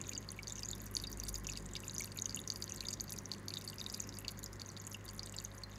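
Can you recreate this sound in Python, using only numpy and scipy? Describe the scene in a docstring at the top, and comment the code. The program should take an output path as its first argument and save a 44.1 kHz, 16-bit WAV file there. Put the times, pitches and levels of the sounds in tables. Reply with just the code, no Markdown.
"""A small aquarium, close up. The filter outflow trickles into the water and traps tiny air bubbles.
Each one pings for a few milliseconds, sagging in pitch, coloured by the resonances of the tank.
Distinct plinks stand out of a bed of lesser plinks, fizz and treble spits, with a faint room tail.
Underneath, the mains-driven pump hums over the dull rush of a small room."""
import sys
import numpy as np
from scipy import signal
from scipy.fft import rfft, irfft
from scipy.io import wavfile

SR = 44100
rng = np.random.default_rng(int(sys.argv[2]) if len(sys.argv) > 2 else 0)


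def store_wav(level_fs):
    """Save 16-bit WAV to argv[1]."""
    pcm = np.round(np.clip(np.atleast_2d(level_fs), -1, 1) * 32767)
    wavfile.write(sys.argv[1], SR, pcm.T.astype(np.int16))


N = 254898
TIME = np.arange(N) / SR

# tone curve of the room's rush: freq_hz, gain_db
RUSH_COLOUR = [(25, -14), (55, 3), (80, -2.5), (125, -1), (170, 2.5), (250, -3), (450, -6.5), (700, -12.5),
               (1050, -11), (1400, -12.5), (2000, -11.5), (2550, -24), (6500, -29), (9000, -36.5),
               (15000, -38)]
# hollow resonances of the pump housing and stand: centre_hz, width_hz, boost_db
HOUSING_MODES = [(155, 5.2, 4.5), (219.5, 55, 4.5), (280.6, 7.7, 8.5), (343.6, 3.6, 2.5), (371, 9.8, 6.5),
                 (1054, 52, 5.5)]
# fader on the rumble, slowly easing: time_s, gain_db
RUMBLE_FADER = [(0, 3), (.4, -3), (.9, 1), (3.9, 0.2), (4.9, -2), (5.78, -4.5)]
# swell of the pump's lowest tone: time_s, rms_db
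PUMP_THROB = [(0.0, -62.5), (1.36, -49), (2.34, -66.6), (3.05, -57.7), (3.31, -67.5), (4.55, -57.5),
              (4.74, -80), (5.07, -59), (5.78, -58)]
# overtones of the pump: mains_multiple, rms_db
PUMP_OVERTONES = [(2, -55.5), (3, -65.5), (4, -63), (7, -70), (8, -72.5), (11, -72)]
# resonances of the water-filled tank: centre_hz, width_hz, gain_db
TANK_MODES = [(2249, 67, 11.5), (2815, 257, 2.5), (3695, 320, 1.5), (4505, 465, 1.5), (4930, 103, -3),
              (5730, 110, -3.5), (6700, 733, 6.5), (8180, 49, -5), (9640, 300, -10), (12630, 1540, -7.5),
              (15170, 420, -5.5)]
# strength of the trickle, a fader on lesser plinks and fizz: time_s, gain_db
FLOW_FADER = [(0.0, -55.5), (0.26, -52.5), (0.52, -50), (0.71, -60), (1.43, -51.5), (1.82, -58),
              (2.08, -53.9), (2.4, -60), (2.92, -54), (3.05, -61.5), (3.31, -50.5), (3.44, -70),
              (3.57, -50), (4.09, -60), (4.48, -53.5), (4.94, -58), (5.39, -56.5), (5.78, -60.5)]
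# fader on the tiniest bubbles, up in the treble: time_s, gain_db
SPIT_FADER = [(0.0, -62), (0.26, -75), (0.32, -72), (0.65, -65.5), (1.3, -54), (1.43, -62), (1.75, -74.5),
              (2.01, -52.5), (2.27, -63), (2.66, -62.2), (2.86, -70), (3.12, -53.5), (3.25, -76),
              (3.57, -63), (4.48, -62.6), (4.61, -76.5), (5.26, -56), (5.78, -79)]
# the foreground bubbles: start_s, level_db, pitch_hz, t60_s
LEAD_BUBBLES = [(0.0144, -28, 6050, 0.0016), (0.0928, -29, 5970, 0.0072), (0.1146, -44, 2380, 0.042),
                (0.1342, -33.5, 4200, 0.0018), (0.1647, -40, 2730, 0.0071), (0.2884, -33.5, 4000, 0.011),
                (0.3178, -34.5, 8700, 0.011), (0.389, -35, 2140, 0.0072), (0.4314, -36.5, 4450, 0.0067),
                (0.48, -32, 5800, 0.023), (0.5553, -35.5, 5670, 0.017), (0.5929, -32, 4900, 0.007),
                (0.6324, -30.5, 4480, 0.01), (0.6572, -31.5, 5700, 0.0054), (0.687, -30, 6300, 0.012),
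                (0.7131, -30.5, 6360, 0.0075), (0.7309, -33.5, 3460, 0.025), (0.9516, -23.5, 5490, 0.003),
                (0.967, -20.5, 4000, 0.0063), (0.9753, -35, 8650, 0.0029), (0.9997, -34.5, 4350, 0.005),
                (1.0384, -30.5, 3600, 0.018), (1.128, -31.5, 5150, 0.008), (1.1999, -26, 5300, 0.004),
                (1.2851, -29, 5000, 0.0087), (1.2915, -27, 9300, 0.0013), (1.3422, -29.5, 5900, 0.006),
                (1.355, -29.5, 4600, 0.015), (1.469, -25.5, 4870, 0.0035), (1.488, -37.5, 2490, 0.035),
                (1.4978, -29.5, 6260, 0.0081), (1.5732, -31, 4360, 0.0057), (1.7532, -28.5, 3240, 0.0027),
                (1.7618, -32, 2650, 0.002), (1.7657, -31, 4610, 0.011), (1.8348, -43.5, 2550, 0.025),
                (1.8807, -30, 6430, 0.0094), (1.8957, -34, 3670, 0.0098), (1.9425, -37.5, 8850, 0.006),
                (1.9819, -24, 5230, 0.0055), (1.9963, -27, 5400, 0.0035), (2.0054, -37.5, 2020, 0.011),
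                (2.0207, -29, 5230, 0.0045), (2.0382, -33, 5030, 0.006), (2.1878, -27, 3590, 0.0072),
                (2.2207, -26, 6040, 0.011), (2.244, -39, 4830, 0.0038), (2.2568, -23.5, 5660, 0.007),
                (2.2583, -38.5, 2820, 0.012), (2.2942, -31.5, 4230, 0.0043), (2.3457, -27, 6100, 0.0054),
                (2.3608, -29, 8470, 0.009), (2.3711, -36.5, 2710, 0.023), (2.3902, -35.5, 3360, 0.021),
                (2.4762, -26, 5130, 0.0049), (2.5014, -22.5, 4120, 0.0053), (2.521, -30, 5670, 0.003),
                (2.559, -33.5, 4400, 0.0088), (2.6231, -27.5, 4220, 0.0052), (2.641, -29, 5400, 0.003),
                (2.696, -33, 5300, 0.01), (2.7214, -28, 5600, 0.0061), (2.8063, -26.5, 3780, 0.009),
                (2.8537, -36, 3350, 0.012), (2.8685, -33.5, 5900, 0.011), (2.8853, -27, 4390, 0.01),
                (2.9054, -33, 5800, 0.008), (2.9308, -30.5, 6200, 0.0092), (2.9383, -27.5, 4950, 0.0039),
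                (2.9992, -31, 4050, 0.005), (3.0077, -25.5, 5700, 0.0098), (3.0951, -36.5, 5300, 0.018),
                (3.122, -28.5, 4660, 0.0018), (3.187, -28, 5000, 0.007), (3.316, -25, 3810, 0.0067),
                (3.3361, -33.5, 4030, 0.005), (3.4828, -27, 4100, 0.0032), (3.5042, -34.5, 4000, 0.011),
                (3.5385, -28, 3860, 0.003), (3.57, -28.5, 3400, 0.01), (3.73, -42.5, 2700, 0.012),
                (3.802, -35, 4470, 0.0089), (3.813, -33, 3460, 0.0086), (3.8631, -29, 3480, 0.0085),
                (3.8993, -31.5, 4550, 0.008), (3.9402, -32, 4430, 0.0034), (3.9442, -29.5, 4420, 0.006),
                (4.0028, -24, 5700, 0.0022), (4.091, -31.5, 4830, 0.011), (4.187, -27.5, 8400, 0.0016),
                (4.2465, -38.5, 2540, 0.018), (4.281, -24.5, 3980, 0.0079), (4.2887, -33.5, 3030, 0.0023),
                (4.4413, -32, 6200, 0.0038), (4.617, -31.5, 4030, 0.0042), (4.8688, -29, 7500, 0.00087),
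                (4.917, -35.5, 5200, 0.006), (4.945, -36.5, 2660, 0.024), (5.1934, -30, 4000, 0.0098),
                (5.2316, -32, 4850, 0.025), (5.3397, -43, 2750, 0.017), (5.3858, -30, 4020, 0.0052),
                (5.4013, -33.5, 6500, 0.0044), (5.449, -28.5, 5610, 0.0057), (5.635, -35, 4140, 0.046)]

MAINS_HZ = 50.1
# a typical bubble; snap is the weight of its film's click against its ring
TYPICAL_HZ, TYPICAL_T60_S, TYPICAL_SNAP = 5000, 0.0067, 1.25
# exponents: small bubbles die sooner and snap harder; long rings start softly next to their snap
SHORTER_WITH_PITCH, SNAP_WITH_PITCH, SNAP_WITH_RING = 0.6, 0.95, 0.43


def gain_of(db):
    """Decibels to amplitude."""
    return 10 ** (np.asarray(db) / 20)


def follow(curve):
    """Draws an automation line through (time_s, value) rows at every sample."""
    return np.interp(TIME, *np.transpose(curve))


def add(mix, start_s, sound):
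    """Drops a sound into the mix at its cue."""
    part = mix[max(round(start_s * SR), 0):][:len(sound)]
    part += sound[:len(part)]


def drift(rate_hz):
    """A smooth random modulator of rms 1."""
    hz = np.fft.rfftfreq(N, 1 / SR)
    wander = irfft(rfft(rng.standard_normal(N)) * np.exp(-(hz / rate_hz) ** 2), N)
    return wander / np.sqrt(np.mean(wander ** 2))


def room_rush(midrange_db=-57.38, split_hz=480):
    """Dull noise coloured by the hollow pump housing: a shifting rumble under steady air."""
    hz = np.fft.rfftfreq(N, 1 / SR)
    points_hz, points_db = np.transpose(RUSH_COLOUR)
    colour_db = np.interp(np.log(hz + 1), np.log(points_hz), points_db)
    for centre_hz, width_hz, boost_db in HOUSING_MODES:
        colour_db += boost_db / (1 + (2 * (hz - centre_hz) / width_hz) ** 2)
    spectrum = rfft(rng.standard_normal(N)) * gain_of(colour_db)
    midrange = irfft(spectrum * ((hz > 230) & (hz < 2000)), N)
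    rumble = irfft(spectrum * (hz < split_hz), N) * gain_of(follow(RUMBLE_FADER))
    air = irfft(spectrum * (hz >= split_hz), N)
    return (rumble + air) / midrange.std() * gain_of(midrange_db)


def pump_hum(waver_db=0.5, wobble_cycles=0.049):
    """The pump vibrates at the mains frequency and its overtones, each wavering a little."""
    hum = np.zeros(N)
    for multiple, db in [(1, follow(PUMP_THROB))] + PUMP_OVERTONES:
        cycles = multiple * MAINS_HZ * TIME + rng.random() + wobble_cycles * drift(0.78)
        hum += np.sqrt(2) * gain_of(db + waver_db * drift(5.6)) * np.sin(2 * np.pi * cycles)
    return hum


def room_tail(sound, wet_db=-21, t60_s=0.6, gap_s=0.0017, size=16000):
    """A faint, short reverb from the walls of the room."""
    t = np.arange(size) / SR
    tail = rng.standard_normal(size) * gain_of(-60 * t / t60_s) * (t > gap_s)
    return gain_of(wet_db) * signal.fftconvolve(sound, tail / np.linalg.norm(tail))[:N]


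def filtered_tank_modes(notch_hz=8900, notch_q=20, top_hz=13500, size=700):
    """Damped tank modes of alternating polarity, then a tone filter: a treble notch and a softened top."""
    t = np.arange(size) / SR
    modes = np.zeros(size)
    for k, (hz, width_hz, db) in enumerate(TANK_MODES):
        envelope = gain_of(db) * width_hz * np.exp(-np.pi * width_hz * t)
        modes += (-1) ** k * envelope * np.cos(2 * np.pi * hz * t)
    notched = signal.lfilter(*signal.iirnotch(notch_hz, notch_q, SR), modes)
    return signal.sosfilt(signal.butter(4, top_hz, fs=SR, output="sos"), notched)


def glass_echoes(sound, echo_db=-14, first_s=0.001232, spread_s=0.0031, count=14, size=1100):
    """The glass walls add a few quick echoes, different for every spot on the surface."""
    delays_s = first_s + rng.exponential(spread_s, count)
    slots = np.minimum(delays_s * SR, size - 1).astype(int)
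    taps = np.zeros(size)
    taps[slots] = gain_of(echo_db) * rng.choice([-1, 1], count) / np.sqrt(count)
    taps[0] = 1
    return signal.fftconvolve(sound, taps)


def ping(tank, hz, t60_s, snap, sag=0.19, sag_s=0.0016, spray_s=0.0026, rise_cycles=0.28, size=1400):
    """A snap, then a dying tone that sinks as the bubble is carried under; through the tank, peak 1."""
    t = np.arange(size) / SR
    cycles = np.cumsum(hz * (1 + sag * np.exp(-t / sag_s))) / SR
    attack = 1 - np.exp(-t * hz / rise_cycles)
    ring = np.sin(2 * np.pi * cycles) * attack * gain_of(-60 * t / t60_s)
    # the snap: a quick puff of spray and one sharp click, equal in energy
    burst = rng.standard_normal(size) * np.exp(-t / spray_s)
    burst /= np.linalg.norm(burst)
    burst[0] += 1
    # a bubble radiates poorly below its own pitch
    low_cut = signal.butter(3, min(0.99 * hz, SR / 4), "highpass", fs=SR, output="sos")
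    radiated = signal.sosfilt(low_cut, ring + snap * burst)
    heard = signal.fftconvolve(radiated, tank)[:size]
    return heard / abs(heard).max()


def bubble(tank, hz, t60_s, snappy=1, snap_spread_db=1.5):
    """One ping with its echoes; the snap follows pitch and ring time, give or take a little."""
    snap = snappy * TYPICAL_SNAP * (hz / TYPICAL_HZ) ** SNAP_WITH_PITCH
    snap *= (t60_s / TYPICAL_T60_S) ** SNAP_WITH_RING
    snap *= gain_of(snap_spread_db * rng.standard_normal())
    return glass_echoes(ping(tank, hz, t60_s, snap))


def swarm(tank, per_s, brood, lag_s, band_hz, range_db, snappy, tilt, ring_spread=0.71, count=64):
    """Random bubbles, plus a brood in the wake of each lead one; positive tilt lifts the small ones."""
    pitches_hz = np.geomspace(*band_hz, count)
    rings_s = TYPICAL_T60_S * (TYPICAL_HZ / pitches_hz) ** SHORTER_WITH_PITCH
    rings_s *= np.exp(ring_spread * rng.standard_normal(count))
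    palette = [(hz / TYPICAL_HZ) ** tilt * bubble(tank, hz, t60_s, snappy)
               for hz, t60_s in zip(pitches_hz, rings_s)]
    lead_samples = (np.array(LEAD_BUBBLES)[:, 0] * SR).astype(int)
    triggers = np.bincount(lead_samples, minlength=N)[:N]
    wake_per_s = signal.lfilter([1], [1, -np.exp(-1 / (lag_s * SR))], triggers) * brood / lag_s
    born = rng.random(N) < (per_s + wake_per_s) / SR
    gains = gain_of(-range_db * rng.random(N))
    picks = rng.integers(0, count, N)
    mix = np.zeros(N)
    for at in np.flatnonzero(born):
        add(mix, at / SR, gains[at] * palette[picks[at]])
    return mix


def trickle(tank, plinks_db=21.5, fizz_db=11.5, spits_db=25, spurt_hz=12, spurt_db=2):
    """The bed: lesser plinks, the fizz of bursting films, and the tiniest bubbles spitting on top."""
    spurts = gain_of(spurt_db * drift(spurt_hz))  # water falls in spurts, swinging the birth rate
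    plinks = swarm(tank, per_s=21 * spurts, brood=0.15, lag_s=0.014,
                   band_hz=(3516, 7260), range_db=10, snappy=1, tilt=0.28)
    fizz = swarm(tank, per_s=110 * spurts, brood=1.9, lag_s=0.007,
                 band_hz=(2307, 7000), range_db=17.5, snappy=2.9, tilt=0.1)
    spits = swarm(tank, per_s=55 * spurts, brood=0.3, lag_s=0.008,
                  band_hz=(7430, 12360), range_db=15, snappy=1.05, tilt=-0.1)
    body = gain_of(follow(FLOW_FADER)) * (gain_of(plinks_db) * plinks + gain_of(fizz_db) * fizz)
    return body + gain_of(follow(SPIT_FADER) + spits_db) * spits


def lead_plinks(tank):
    """The foreground: trapped air bubbles ringing out distinctly, each on its cue."""
    mix = np.zeros(N)
    for start_s, level_db, pitch_hz, t60_s in LEAD_BUBBLES:
        add(mix, start_s, gain_of(level_db) * bubble(tank, pitch_hz, t60_s))
    return mix


def scene():
    """The mono mix: water over pump and rush, with only the water sent to the reverb."""
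    tank = filtered_tank_modes()
    water = lead_plinks(tank) + trickle(tank)
    return (water + pump_hum() + room_rush() + room_tail(water))[None]


def record(dry):
    """A steep low-pass trims the very top of the mix."""
    low_pass = signal.firwin(301, 15800, window=("kaiser", 8), fs=SR)
    return signal.oaconvolve(dry, low_pass[None], "same")


dry = scene()
out = record(dry)
store_wav(out)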